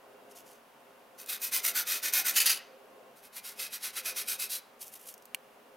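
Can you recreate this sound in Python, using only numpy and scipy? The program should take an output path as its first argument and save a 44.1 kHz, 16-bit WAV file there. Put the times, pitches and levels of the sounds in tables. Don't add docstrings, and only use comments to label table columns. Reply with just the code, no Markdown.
import sys
import numpy as np
from scipy import signal
from scipy.fft import rfft, irfft
from scipy.io import wavfile

SR = 44100
rng = np.random.default_rng(int(sys.argv[2]) if len(sys.argv) > 2 else 0)


def unload_audio(sound):
    columns = np.transpose(np.atleast_2d(sound))
    steps = np.round(np.clip(columns, -1, 1) * 32767)
    wavfile.write(sys.argv[1], SR, steps.astype(np.int16))


N = 254016

# break_loose_s, slide_s, relative_level_db
STROKES = [(0.304, 0.05, -56), (0.355, 0.077, -50), (0.46, 0.14, -55), (1.183, .078, -43.5),
           (1.288, .106, -31), (1.415, 0.099, -30), (1.518, 0.1, -24.5), (1.639, .094, -24),
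           (1.752, 0.096, -24.5), (1.868, 0.15, -26.5), (2.026, 0.1, -27.5), (2.123, .12, -23),
           (2.248, 0.094, -24.5), (2.355, 0.1, -19.5), (2.456, 0.096, -19.5), (2.528, 0.07, -37.5),
           (3.16, 0.069, -56.5), (3.216, 0.083, -52), (3.361, 0.053, -36), (3.44, .116, -39),
           (3.59, 0.11, -33), (3.727, .07, -34.5), (3.826, 0.099, -32.5), (3.961, .068, -31.5),
           (4.053, 0.09, -30.5), (4.163, 0.091, -30), (4.28, .1, -28.5), (4.392, 0.096, -30.5),
           (4.49, 0.12, -32), (4.808, 0.054, -39.5), (4.852, 0.063, -48), (4.92, 0.08, -47),
           (4.986, 0.093, -51.5), (5.05, 0.1, -45.5)]
# frequency_hz, gain_db
BRUSH_COLOUR = [(1180, -20.5), (2000, -10.5), (2900, -1.5), (4210, 1), (6260, 5.5), (8120, -1.5),
                (10600, -3), (14600, -5.5), (15800, -16)]
EDGE_COLOUR = [(60, -51), (250, -18.5), (450, -17), (900, -11.5), (1500, -7), (2400, -3), (3200, -5),
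               (6000, 1), (7800, -3.5), (12000, -1.5), (14200, 1), (15800, -8.5)]
CORNER_COLOUR = [(60, -43), (300, -37.5), (950, -22), (1500, -15), (2800, -7), (3500, -8.5), (4700, -4.5),
                 (6400, -13), (7900, -9.5), (10800, -3.5), (14500, -5.5), (15800, -10)]
MARGIN_COLOUR = [(150, -31), (500, -21), (850, -20.5), (1400, -9.5), (2400, -6.5), (3100, -5), (4700, -1),
                 (7500, -4.5), (11000, 4), (13600, 1.5), (15800, -6)]
# pitch_hz, width_hz, gain_db
BRUSH_PEAKS = [(2870, 190, -2), (6200, 250, -1), (6500, 250, -1), (10600, 300, -1), (11600, 300, -1),
               (13300, 150, 0)]
EDGE_PEAKS = [(1450, 87, 5.5), (1820, 84, 0.5), (2120, 130, -0.5), (2512, 61, 5), (3660, 720, -1),
              (6020, 320, -4), (8980, 480, -3.5), (9100, 140, -22), (9970, 270, -4.5), (12070, 190, 3),
              (13200, 200, -5), (13900, 180, -1.5)]
CORNER_PEAKS = [(1492, 70, -8), (1863, 83, -10), (2560, 140, -6), (2960, 33, -1), (4300, 100, -15),
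                (4860, 200, -6.5), (6060, 91, -3), (6720, 380, -1), (9000, 49, 1.5), (10800, 860, -8.5),
                (12000, 160, -14), (13000, 140, -10.5)]
MARGIN_PEAKS = [(1458, 92, 3), (2105, 23, 7), (2520, 110, 6), (3940, 220, 1.5), (4650, 94, -12),
                (5600, 170, -1), (6120, 200, 0), (8500, 83, 5), (9270, 96, -1), (10700, 190, -11),
                (13100, 98, -15), (13200, 100, 3)]
PLACE_STARTS = [0, 1.0, 2.3, 3.0, 4.7]
# time_s, body_db, top_db
HAND_ROLL = [(0.3, 10, 8.5), (1.5, -0.5, 2), (2.2, 0.7, 1.5), (2.35, 3, 0.6), (2.47, 2, -4), (3.3, 4.5, 0),
             (3.55, 1.5, -3.5), (3.97, 5.5, -2.8), (4.28, 1.5, -1.5), (4.5, -3, -2), (4.82, 7.5, 13)]

# start_s, peak_db
TICKS = [(1.216, -35), (1.261, -33.5), (2.1365, -10.5), (4.8805, -35), (5.1403, -33.5), (5.179, -41),
         (5.2233, -44), (5.255, -37.5)]
# frequency_hz, gain_db
TICK_COLOUR = [(200, -47), (1000, -13), (3000, -6), (6000, 5), (7700, 3), (9400, 5), (11000, 5.5),
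               (13500, 7.5), (16000, 1)]
CRACK_COLOUR = [(500, -12.5), (1000, -2), (1350, -24), (2300, 3), (3000, 0), (4000, -20), (5500, -7),
                (7300, -7), (8500, -2), (10700, -2), (13000, -4), (14200, -15), (16000, -7)]
# pitch_hz, gain_db, t60_s
STICK_MODES = [(2400, -13, 0.022), (2830, -2.5, 0.013), (4330, -16.5, 0.022), (8650, -13, .003),
               (10900, -8, 0.0042), (12700, -11, .004)]

# frequency_hz, gain_db
ROOM_COLOUR = [(200, 13.5), (1000, 6.5), (3000, -2), (6000, -5), (10000, -8.5), (16000, -7)]
RUSH_COLOUR = [(25, -29), (80, -34), (125, -18), (180, -20), (220, -8), (340, -17.5), (450, -12), (750, -8),
               (1100, -10), (2000, -17.5), (3000, -20), (4000, -25.5), (8000, -31), (12500, -28),
               (15800, -31.5)]
# pitch_hz, width_hz, gain_db
DRONE_PEAKS = [(233, 7.4, -30), (270, 64, -8), (409.4, 18.6, 3), (525.5, 27, 4.5), (621, 9.2, -1),
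               (689, 25, -0.5), (767, 27, -8.5), (1075, 14, -4.5), (1450, 47, -10.5), (2750, 75, -14)]
# time_s, relative_level_db
DRONE_SWELL = [(0.0, -64), (0.03, -57.5), (0.53, -58.5), (0.66, -69), (0.85, -61), (2.45, -57.5),
               (2.58, -60.5), (3.03, -56.5), (3.32, -68.5), (3.62, -58), (3.8, -71.5), (4.12, -56.5),
               (4.72, -65), (5.76, -60.5)]
# frequency_hz, correlation
DRONE_LIKENESS = [(60, 0.99), (150, 0.91), (380, 0.82), (950, 0.54), (2380, 0.41), (5980, 0.61), (15000, 1)]


def rubbing():
    brush = dict(spectrum=BRUSH_COLOUR, peaks=BRUSH_PEAKS, ring_db=-3.0, place_db=-7.0,
                 sharpness=0.87, judder_db=3.1, skew=0.61, grains_per_s=4600)
    edge = dict(spectrum=EDGE_COLOUR, peaks=EDGE_PEAKS, ring_db=5.0, place_db=-5.5,
                sharpness=1.4, judder_db=1.47, skew=0.82, grains_per_s=7000)
    corner = dict(spectrum=CORNER_COLOUR, peaks=CORNER_PEAKS, ring_db=11.0, place_db=-7.0,
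                  sharpness=0.65, judder_db=2.5, skew=0.6, grains_per_s=9000)
    margin = dict(spectrum=MARGIN_COLOUR, peaks=MARGIN_PEAKS, ring_db=-0.5, place_db=-5.5,
                  sharpness=1.36, judder_db=1.36, skew=0.79, grains_per_s=9000)
    places = [brush, edge, corner, margin, brush]
    out, last_stop_s = np.zeros(N), 0
    for loose_s, slide_s, level_db in STROKES:
        place = places[np.searchsorted(PLACE_STARTS, loose_s) - 1]
        creep_s = creep_time(loose_s - last_stop_s)
        add(out, loose_s - creep_s, stroke(loose_s, creep_s, slide_s, level_db, **place))
        last_stop_s = loose_s + slide_s
    return out


def stroke(loose_s, creep_s, slide_s, level_db, spectrum, peaks, ring_db, place_db,
           sharpness, judder_db, skew, grains_per_s, stuck_db=-11.5, break_s=0.013, size=16384):
    hz, t = bins(size), np.arange(size) / SR
    progress = np.clip(t / (creep_s + slide_s), 0, 1)
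    speed = np.abs(np.sin(np.pi * progress ** skew))
    stuck = np.clip(.5 + (creep_s - t) / break_s, 0, 1)
    pressure = from_db(stuck_db * stuck + judder_db * drift(210.5, size))
    friction = grit(speed, grains_per_s)
    ringing = np.sqrt(1 + from_db(ring_db) ** 2 * resonance_power(pressed(peaks), hz))
    colour = from_db(at_hz(spectrum, hz)) * ringing * hand_roll(loose_s, hz) * hand_echoes(hz)
    scratch = shaped(friction, rms_one(colour))
    scratch = butter(scratch, 2, 90, "high")
    body = butter(scratch, 1, 2600, "low")
    sound = body * speed ** (.5 * sharpness) + (scratch - body) * speed ** sharpness
    return from_db(level_db + place_db) * pressure * sound


def creep_time(pause_s, longest_s=.042, overlap_s=.009, lifted_s=.15, landing_s=.016):
    if pause_s < lifted_s:
        return np.clip(pause_s + overlap_s, 0, longest_s)
    return landing_s


def grit(speed, grains_per_s, size_db=2.0, powder=0.65):
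    size = len(speed)
    caught = rng.random(size) < grains_per_s * (.3 + speed) / SR
    signs = rng.choice([-1, 1], size)
    strength = from_db(size_db * np.minimum(rng.exponential(1, size), 4))
    return rms_one(rms_one(caught * signs * strength) + powder * rng.standard_normal(size))


def pressed(peaks, shift_share=0.0064, change_db=3.0):
    pitch_hz, width_hz, gain_db = np.transpose(peaks)
    shift, change = rng.standard_normal((2, len(peaks)))
    return zip(pitch_hz * (1 + shift_share * shift), width_hz, gain_db + change_db * change)


def hand_roll(time_s, hz):
    times, body, top = np.transpose(HAND_ROLL)
    body_db, top_db = np.interp(time_s, times, body), np.interp(time_s, times, top)
    return from_db(at_hz([(2200, body_db), (4000, 0.021), (6500, 0), (10000, top_db)], hz))


def hand_echoes(hz, strength=0.16):
    delays_s = rng.uniform(0.000624, .007, (5, 1))
    return np.abs(1 + strength * np.exp(-2j * np.pi * hz * delays_s).sum(axis=0))


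def ticks(snap_t60_s=0.0055, crumble_t60_s=.03, crumble_db=-5, size=4096):
    out, t = np.zeros(N), np.arange(size) / SR
    fade = from_db(-60 * t / snap_t60_s) + from_db(crumble_db - 60 * t / crumble_t60_s)
    for start_s, peak_db in TICKS:
        crunch = shaped(rng.choice([-1, 1], size) * fade, from_db(at_hz(TICK_COLOUR, bins(size))))
        add(out, start_s, from_db(peak_db) * crunch / np.abs(crunch).max())
    return out


def stick_tap(start_s=5.3467, gain_db=-23, first_gap_s=.0026, bounce_loss_db=10,
              crack_db=16.5, crumble_db=-10.5, crumble_t60_s=0.027, size=4096):
    out, t = np.zeros(N), np.arange(size) / SR
    ring = sum(from_db(db - 60 * t / t60) * np.cos(2 * np.pi * hz * t) for hz, db, t60 in STICK_MODES)
    for bounce in range(3):
        crumble = rng.choice([-1, 1], size) * from_db(crumble_db - 60 * t / crumble_t60_s)
        force = from_db(crack_db) * (t == 0) + crumble
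        crack = shaped(force, from_db(at_hz(CRACK_COLOUR, bins(size))))
        contact_s = start_s + 2 * first_gap_s * (1 - .5 ** bounce)
        add(out, contact_s, from_db(gain_db - bounce_loss_db * bounce) * (ring + crack))
    return butter(out, 3, 650, "high")


def table_echoes(x, echo_db=-32.0):
    out = np.zeros((2, N))
    for channel in out:
        for delay_s in rng.uniform(0.0011, 0.004, 4):
            add(channel, delay_s, from_db(echo_db) * x)
    return out


def room(x, t60_s=0.5, treble_t60_s=.25, split_hz=4200, wet_db=-12.5, width=0.17, size=32768):
    t = np.arange(size) / SR
    mid, side = rng.standard_normal((2, size)) * np.clip(t / 0.0051, 0, 1)
    diffuse = mid + width * side * [[1], [-1]]
    low = butter(diffuse, 2, split_hz, "low") * from_db(-60 * t / t60_s)
    high = butter(diffuse, 2, split_hz, "high") * from_db(-60 * t / treble_t60_s)
    tail = rms_one(low - high) / np.sqrt(size)
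    tail = shaped(tail, from_db(wet_db + at_hz(ROOM_COLOUR, bins(size))))
    return signal.fftconvolve(x[None], tail, axes=1)[:, :N]


def drone(rush_db=-59.28, resonance_db=0.36, bass_cut_hz=170):
    hz = bins(N)
    swell_db = np.interp(np.arange(N) / SR, *np.transpose(DRONE_SWELL))
    rush = air_noise(from_db(at_hz(RUSH_COLOUR, hz)))
    bass_cut = 1 / np.sqrt(1 + (bass_cut_hz / (hz + 1)) ** 6)
    resonances = air_noise(bass_cut * np.sqrt(resonance_power(DRONE_PEAKS, hz)))
    return from_db(rush_db) * rush + from_db(swell_db + resonance_db) * resonances


def air_noise(gain):
    alike = np.clip(at_hz(DRONE_LIKENESS, bins(N)), -.99, .99)
    mid, side = rfft(rng.standard_normal((2, N))) * gain
    return rms_one(irfft(np.sqrt(1 + alike) * mid + np.sqrt(1 - alike) * side * [[1], [-1]], N))


def microphone_hiss(hiss_db=-84.0, rumble_db=-91.0, whine_db=-83.0, whine_hz=9872):
    hiss = from_db(hiss_db) * rng.standard_normal((2, N))
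    rumble = butter(rng.standard_normal((2, N)), 2, 110, "low")
    whine = from_db(whine_db) * np.sin(2 * np.pi * whine_hz * np.arange(N) / SR)
    return hiss + from_db(rumble_db) * rms_one(rumble) + whine


def from_db(db):
    return 10 ** (np.asarray(db) / 20)


def rms_one(x):
    return x / np.sqrt(np.mean(x ** 2) + 1e-20)


def at_hz(points, hz):
    points = np.array(points)
    return np.interp(np.log(hz + 1), np.log(points[:, 0]), points[:, 1])


def bins(size):
    return np.arange(size // 2 + 1) * SR / size


def butter(x, order, cutoff_hz, kind):
    return signal.sosfilt(signal.butter(order, cutoff_hz, kind, fs=SR, output="sos"), x)


def shaped(x, gain):
    size = x.shape[-1]
    cepstrum = irfft(np.log(gain + 1e-6), size)
    cepstrum[1:size // 2] *= 2
    cepstrum[size // 2 + 1:] = 0
    return irfft(rfft(x) * np.exp(rfft(cepstrum)), size)


def resonance_power(peaks, hz):
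    return sum(from_db(db) ** 2 / (1 + (2 * (hz - centre) / width) ** 2) for centre, width, db in peaks)


def drift(rate_hz, size):
    knots = rng.standard_normal(1024)
    return np.interp(np.arange(size) * rate_hz / SR, np.arange(len(knots)), knots)


def add(out, start_s, sound):
    at = max(round(start_s * SR), 0)
    out[at:at + len(sound)] += sound[:N - at]


def scene():
    paper, stick = rubbing() + ticks(), stick_tap()
    near = paper + table_echoes(paper) + stick * from_db([[-1.6], [1.6]])
    return near + room(paper + from_db(-19.0) * stick) + drone() + microphone_hiss()


def record(dry, cutoff_hz=15850):
    return signal.sosfilt(signal.ellip(12, .1, 80, cutoff_hz, fs=SR, output="sos"), dry)


dry = scene()
out = record(dry)
unload_audio(out)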